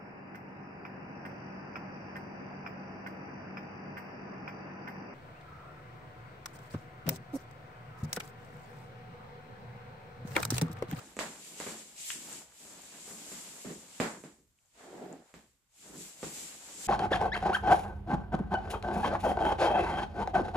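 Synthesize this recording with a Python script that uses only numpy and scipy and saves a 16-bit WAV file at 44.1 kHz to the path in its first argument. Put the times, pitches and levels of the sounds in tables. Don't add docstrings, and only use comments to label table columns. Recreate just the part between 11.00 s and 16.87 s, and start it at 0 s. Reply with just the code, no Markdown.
import sys
import numpy as np
from scipy import signal
from scipy.fft import rfft, irfft, next_fast_len
from scipy.io import wavfile
from scipy.ndimage import uniform_filter1d

SR = 44100
rng = np.random.default_rng(int(sys.argv[2]) if len(sys.argv) > 2 else 0)


def store_pcm(level_fs):
    pcm = np.round(np.clip(level_fs, -1, 1) * 32767).astype(np.int16)
    wavfile.write(sys.argv[1], SR, np.atleast_2d(pcm).T)


def rack_gain(trim_db):
    fader = np.asarray(trim_db, float)
    return 10 ** (fader / 20)


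N = 258862
SIZE = next_fast_len(N + SR)
HZ = np.maximum(np.fft.rfftfreq(SIZE, 1 / SR), 1)
T = np.arange(N) / SR
TICKS = np.arange(0, N / SR, 1 / 1000)


def unit(x):
    return x / np.sqrt(np.mean(x ** 2))


def along(table, column, hz=HZ):
    rows = np.array(table)
    return np.interp(np.log(hz), np.log(rows[:, 0]), rows[:, column])


def curve(table):
    return rack_gain(along(table, 1))


def causal(gain):
    ceps = irfft(np.log(gain + 1e-6), SIZE)
    ceps[1:SIZE // 2] *= 2
    ceps[SIZE // 2 + 1:] = 0
    return np.exp(rfft(ceps))


def ring(hz, width_hz):
    return 1 / (1 + 1j * (HZ - hz * hz / HZ) / width_hz)


def peak(response):
    return response / np.abs(irfft(response, SIZE)).max()


def through(x, response):
    return irfft(rfft(x, SIZE) * response, SIZE)[..., :N]


def pair(source, like):
    mid, side = rfft(source, SIZE)
    like = np.clip(like, 0, 1)
    mid = mid * np.sqrt((1 + like) / 2)
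    side = side * np.sqrt((1 - like) / 2)
    return np.array([mid + side, mid - side])


def walk(rate_hz):
    hold = int(SR / rate_hz)
    steps = np.repeat(rng.standard_normal(N // hold + 1), hold)
    return unit(uniform_filter1d(uniform_filter1d(steps, hold), hold)[:N])


def grains(rate_hz, spread_db):
    chance, size, sign = rng.random((3, 2, N))
    size = rack_gain(-spread_db * np.log(size + 1e-4))
    return (chance < rate_hz / SR) * size * np.sign(sign - .5)


def slips(response, rate_hz, spread_db, flicker_db, flicker_hz):
    source = grains(rate_hz, spread_db) * rack_gain(flicker_db * walk(flicker_hz))
    return unit(irfft(pair(source, along(ROOM, 3)) * response, SIZE)[:, :N])


def swells(s, db, swell_s, fade_s, swell_bend=1.3, fade_bend=1.8):
    late_s = TICKS - s[:, None]
    before = (np.maximum(-late_s, 0) / np.c_[swell_s]) ** swell_bend
    after = (np.maximum(late_s, 0) / np.c_[fade_s]) ** fade_bend
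    return np.sum(rack_gain(2 * (db[:, None] - 20 * (before + after))), axis=0)


def shudder(db, fade_s):
    hit_s = np.transpose(BLOWS)[0]
    return swells(hit_s + .004, db, [.003], [fade_s], 1, 1)


def level_db(power):
    return np.interp(T, TICKS, 10 * np.log10(power + rack_gain(2 * -95)))


def rubbing():
    sheen_db, rasp_db = strokes()
    scuff_db, judder_db = shoves()
    cloth = rack_gain(sheen_db + 2.5) * sheen(scuff_db - sheen_db)
    cloth = cloth + rack_gain(rasp_db + 1.5) * rasp() + rack_gain(scuff_db + 0.5) * scuff()
    cloth_pan_db = 0.4
    cloth = cloth * rack_gain(np.array([[cloth_pan_db], [-cloth_pan_db]]) / 2)
    return cloth + rack_gain(judder_db - 1.15) * judder() + shake(judder_db)


# peak t/s, level/dB, 20 dB swell/s, 20 dB fade/s, rasp re sheen/dB
STROKES = [(0, -62, .1, .5, -3), (4.3, -71, .17, .12, -5), (.47, -52, .22, .2, -5),
           (.605, -48.5, .08, .2, -6), (.68, -50, .1, .34, -5), (1.004, -48, .06, .2, -6),
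           (1.1, -42.5, .16, .12, -7), (5.66, -54, .2, .3, -5), (1.22, -52, .15, .2, -6),
           (1.33, -47.5, .15, .14, -6), (1.63, -56, .22, .45, -6), (1.86, -58, .3, .4, -3),
           (2.11, -51, .3, .4, -8), (2.35, -49.5, .3, .4, -6), (2.63, -52.5, .2, .35, -6),
           (2.98, -55.5, .3, .15, -4), (3.245, -68, .02, .17, -5), (3.67, -76, .2, .3, -9),
           (3.8, -65, .1, .62, -1), (4.83, -58, .12, .45, -6), (5.02, -50, .12, .19, -7),
           (5.25, -50.5, .12, .3, -7), (5.39, -47.5, .2, .3, -6), (5.87, -43.5, .2, .2, -9)]


def strokes():
    s, db, swell_s, fade_s, rasp_db = np.transpose(STROKES)
    knock_db = np.transpose(BLOWS)[1]
    sheen_power = swells(s, db, swell_s, fade_s) + shudder(knock_db - 29.5, .25)
    rasp_power = swells(s, db + rasp_db, swell_s, fade_s) + shudder(knock_db - 25.5, .14)
    return level_db(sheen_power), level_db(rasp_power)


# peak t/s, level/dB, 20 dB swell/s, 20 dB fade/s, scuff re judder/dB
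SHOVES = [(0, -57, .1, .25, -4), (.38, -56, .3, .13, -6), (.53, -60, .1, .2, 1), (.95, -63, .25, .17, -4),
          (1.154, -58, .03, .1, -4), (1.262, -56, .15, .2, -6), (1.35, -55, .15, .17, -1),
          (1.67, -60, .14, .3, -2), (1.86, -66, .3, .3, 5), (2.07, -59, .3, .4, 0), (2.33, -56, .2, .4, -1),
          (2.652, -41, .012, .07, -13), (2.71, -45, .04, .09, -12), (2.84, -62, .1, .17, -8),
          (2.96, -70, .15, .15, 6), (3.794, -68, .05, .55, 11), (4.0, -49, .15, .2, -14),
          (4.135, -50, .05, .08, -11), (4.345, -51, .01, .08, -20), (4.86, -64, .08, .6, 0),
          (4.95, -46, .1, .12, -20), (5.235, -40, .012, .05, -20), (5.42, -58.5, .3, .25, -2),
          (5.76, -61, .3, .9, 2)]
# peak t/s, level/dB, 20 dB swell/s, 20 dB fade/s
SCUFFS = [(.01, -56, .05, .05), (.2, -42, .01, .08), (.3, -58, .12, .15), (.5, -64, .15, .15),
          (.72, -54, .1, .13), (1.18, -65, .1, .12), (1.57, -69, .1, .1), (1.84, -58, .1, .13),
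          (2.17, -62, .2, .15), (2.55, -63, .2, .2), (2.655, -52, .02, .1), (2.82, -64, .15, .2),
          (3.03, -41, .03, .17), (3.25, -56, .02, .11), (3.66, -83, .12, .2), (4.3, -70, .1, .1),
          (4.78, -76, .08, .1), (5.1, -61, .2, .2), (5.35, -62, .15, .15), (5.53, -63, .15, .15)]


def shoves():
    s, db, swell_s, fade_s, scuff_db = np.transpose(SHOVES)
    _, knock_db, thud_db, _, _ = np.transpose(BLOWS)
    scuff_power = swells(s, db + scuff_db, swell_s, fade_s) + swells(*np.transpose(SCUFFS))
    scuff_power = scuff_power + shudder(knock_db - 20.5, .12)
    judder_power = swells(s, db, swell_s, fade_s) + shudder(thud_db - 14, .15)
    return level_db(scuff_power), level_db(judder_power)


# f/Hz, density/dB per Hz
SHEEN = [(2650, -20), (4500, -9.5), (5650, -6), (6370, -3.5), (7090, 1.5), (7480, 2.5), (8600, -4),
         (13000, -19), (14300, -34.5)]


def sheen(scuff_re_sheen_db):
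    upper = np.clip(np.log2(HZ / 8500) / 1.4, 0, 1)
    dulling = rack_gain(-1.2 * np.maximum(scuff_re_sheen_db + 0.5, 0))
    fine = dulling * slips(curve(SHEEN) * upper, 14000, 1.2, 1.3, 20)
    return slips(curve(SHEEN) * (1 - upper), 14000, 0.91, .8, 30) + rack_gain(-11.5) * fine


# f/Hz, density/dB per Hz
RASP = [(1100, -28), (2200, -0.5), (2900, 0), (3700, -1), (5000, -3.5), (7000, -19)]


def rasp():
    return slips(curve(RASP), 8000, 1.9, 0.93, 30)


# f/Hz, density/dB per Hz
SCUFF = [(250, -32), (480, -1.5), (800, -1), (1200, -4.5), (1700, -4), (2200, -9.5), (3500, -35)]


def scuff():
    return slips(causal(curve(SCUFF)), 1500, 0.61, 2.06, 25)


# f/Hz, width/Hz, level/dB
BASE = [(160.2, 30.7, 0), (206, 34.6, 0.5), (253.3, 65, -1.5), (327, 74.4, -2.5), (417, 82, -6.5)]


def judder():
    rings = sum((-1) ** k * rack_gain(db) * ring(hz, width_hz) for k, (hz, width_hz, db) in enumerate(BASE))
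    cubed = (HZ / 130) ** 3
    steep = cubed / (1 + cubed)
    return slips(rings * steep, 420, 1.6, 1.9, 22)


# f/Hz, density/dB per Hz
RUMBLE = [(18, -33), (35, -22), (55, -3.5), (75, -8), (95, -9.5), (130, -8), (200, -33)]
RUMBLE_DB = -75


def shake(judder_db):
    rumble = slips(curve(RUMBLE), 200, 1.2, 2.4, 5)
    return rack_gain(RUMBLE_DB + 1.5 + 0.44 * (judder_db + 62.5)) * rumble


def place(s, db, pan_db, room_db):
    out = np.zeros((3, N))
    at = ((s + .0005) * SR).astype(int)
    out[:, at] = rack_gain(db + np.array([pan_db / 2, -pan_db / 2, room_db]))
    return out


# t/s, knock/dB, thud/dB, tick/dB, room/dB
BLOWS = [(0.167, -32.5, -32, -35, -4), (0.19, -16.5, -27, -27, -1.5), (0.601, -27, -29.5, -30, -6.5),
         (0.6644, -32, -32, -49, 7), (0.6831, -34, -44, -48, 1.5), (1.652, -55, -48.5, -45, -5.5),
         (2.0776, -54, -41, -42.5, -6), (2.109, -51, -46, -54.5, 14), (2.3165, -39, -40.5, -56.5, 3.5),
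         (2.6467, -47, -34, -52, 4), (2.693, -41, -39, -47, 5), (3.0003, -16.5, -18, -33, 0),
         (3.2375, -40, -36, -45, -7), (4.34, -37, -44, -48, -1), (5.229, -30, -27.5, -46, -2.5),
         (5.28, -49, -67, -56, -5)]
# f/Hz, density/dB per Hz
THUD = [(24, -55), (40, -21.5), (173, 3.5), (363, 7), (497, 7), (624, 4.5), (903, -18.5), (1030, -17.5),
        (1200, -3), (1560, -30), (2640, -120)]
# f/Hz, density/dB per Hz
KNOCK = [(400, -19), (800, 1.5), (1500, 3), (2400, 3), (3500, -9.5), (5000, -17), (7000, -24.5),
         (12000, -72)]


def blows():
    s, knock_db, thud_db, tick_db, room_db = np.transpose(BLOWS)
    pan_db = np.full(len(s), -4.5)
    thud_body = causal(curve(THUD)) * (1 + 0.92 * ring(215, 60))
    thud = through(place(s, thud_db - 1.0, 0.27 * pan_db, room_db - 3), peak(thud_body))
    knock = through(place(s, knock_db - 5.0, pan_db, room_db), peak(causal(curve(KNOCK))))
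    tick = through(place(s, tick_db + .4, pan_db, room_db + 2), peak(ring(7500, 2800) ** 3))
    boom = through(place(s, thud_db - 32, .1 * pan_db, room_db - 60.5), peak(ring(56, 9)))
    return thud + knock + tick + boom


# t/s, level/dB, f/Hz, left minus right/dB, room/dB
SNAGS = [
    (1.1034, -24.5, 3000, 13.5, -1),
    (1.3284, -35, 7660, 4.0, -7),
    (1.5219, -53, 1490, 0, -13.5),
    (1.8188, -43.5, 7240, 5.0, -10),
    (3.5882, -64, 2680, -6.5, -10.5),
    (3.6586, -62, 6940, 6.5, -13.5),
    (4.1275, -46.5, 7200, 14, -13),
    (4.9781, -39.5, 7550, 3.5, -5),
]


def snags():
    out = np.zeros((3, N + 400))
    t = np.arange(400) / SR
    for s, db, hz, pan_db, room_db in SNAGS:
        lower = np.clip((db + 35) / 15, .05, 1)
        tone = np.sin(2 * np.pi * hz * t) + lower * np.sin(2 * np.pi * 0.6 * hz * t)
        click = t ** 2 * np.exp(-t / 0.00026) * tone
        gain = rack_gain(db + 1 + np.array([[pan_db / 2], [-pan_db / 2], [room_db]]))
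        start = int(s * SR)
        out[:, start:start + len(t)] += gain * click / np.abs(click).max()
    return out[:, :N]


# t/s, level/dB, muzzle resonance f/Hz
HUFF = [
    (3.74, -79, 490),
    (3.804, -62, 471),
    (3.872, -54.5, 348),
    (3.996, -46.5, 370),
    (4.026, -45, 350),
    (4.038, -43, 354),
    (4.08, -49.5, 344),
    (4.128, -45.5, 340),
    (4.27, -73.5, 365),
]


def huff():
    s, db, hz = np.transpose(HUFF)
    centres_hz = np.array([255, 354, 438, 605, 753])
    puffs = pair(grains(600, 1.4), along(ROOM, 3))
    cover_db = -5 * np.abs(np.log2(centres_hz[:, None] / np.interp(T, s, hz)))
    voice = 0
    for k, (centre_hz, ring_db) in enumerate(zip(centres_hz, cover_db)):
        rung = irfft(puffs * ring(centre_hz, 0.18 * centre_hz), SIZE)[:, :N]
        voice = voice + (-1) ** k * rack_gain(ring_db) * rung
    return unit(voice) * rack_gain(np.interp(T, s, db + .3, left=-200, right=-200))


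# f/Hz, ring time/s, echo level/dB, left-right likeness 0-1, left minus right/dB
ROOM = [(60, 0.8, 4.5, .9, -3.5), (128.6, 0.57, -2, 0.92, 1), (250, 0.52, 0.5, 0.94, -1.1),
        (468, 0.61, -3.5, 0.8, -1), (1020, 0.4, -2.5, 0.49, -0.5), (2050, .55, -1.5, .05, -4.5),
        (4000, 0.45, -3.5, 0, -1.5), (7540, 0.71, -0.5, 0, 3.5), (13500, 1, -17, 0, -7.5)]


def echoes(gap_s, early_db, early_share):
    noise = pair(rng.standard_normal((2, SR)), along(ROOM, 3))
    t = np.arange(SIZE) / SR
    tail = 0
    for k, (_, t60_s, db, _, _) in enumerate(ROOM):
        share = np.interp(np.log(HZ), np.log(np.array(ROOM)[:, 0]), np.eye(len(ROOM))[k])
        late = np.exp(-np.log(1000) * t / t60_s)
        early = rack_gain(early_db) * late ** (1 / early_share)
        fade = (late + early) * np.clip(t / gap_s - 1, 0, 1) * (t < 1)
        tail = tail + rack_gain(db) * irfft(noise * share, SIZE) * fade / np.sqrt(np.sum(fade ** 2))
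    return rfft(tail)


# f/Hz, density/dB per Hz
HUSH = [(15, -26.5), (25, -3), (127, -5.5), (240, -10.5), (358, -22), (679, -23.5), (934, -14), (5270, -21),
        (7260, -19), (13400, -24.5), (14500, -22)]
HUSH_DB = -78


def hush():
    noise = pair(rng.standard_normal((2, N)), .4 * along(ROOM, 3))
    return rack_gain(HUSH_DB - 1.5) * unit(irfft(noise * curve(HUSH), SIZE)[:, :N])


def scene():
    hits = blows() + snags()
    walls = rack_gain(3.5) * through(hits[2], echoes(gap_s=0.0013, early_db=2.2, early_share=0.18))
    return rubbing() + hits[:2] + walls + huff() + hush()


def top_cut(x):
    return signal.sosfilt(signal.butter(12, 14760, fs=SR, output="sos"), x)


def record(dry):
    tilt_db = along(ROOM, 4)
    ports = rack_gain(np.array([tilt_db, -tilt_db]) / 2) * (HZ < 14560)
    mix = through(dry, ports)
    return top_cut(mix)


dry = scene()
out = record(dry)
store_pcm(out)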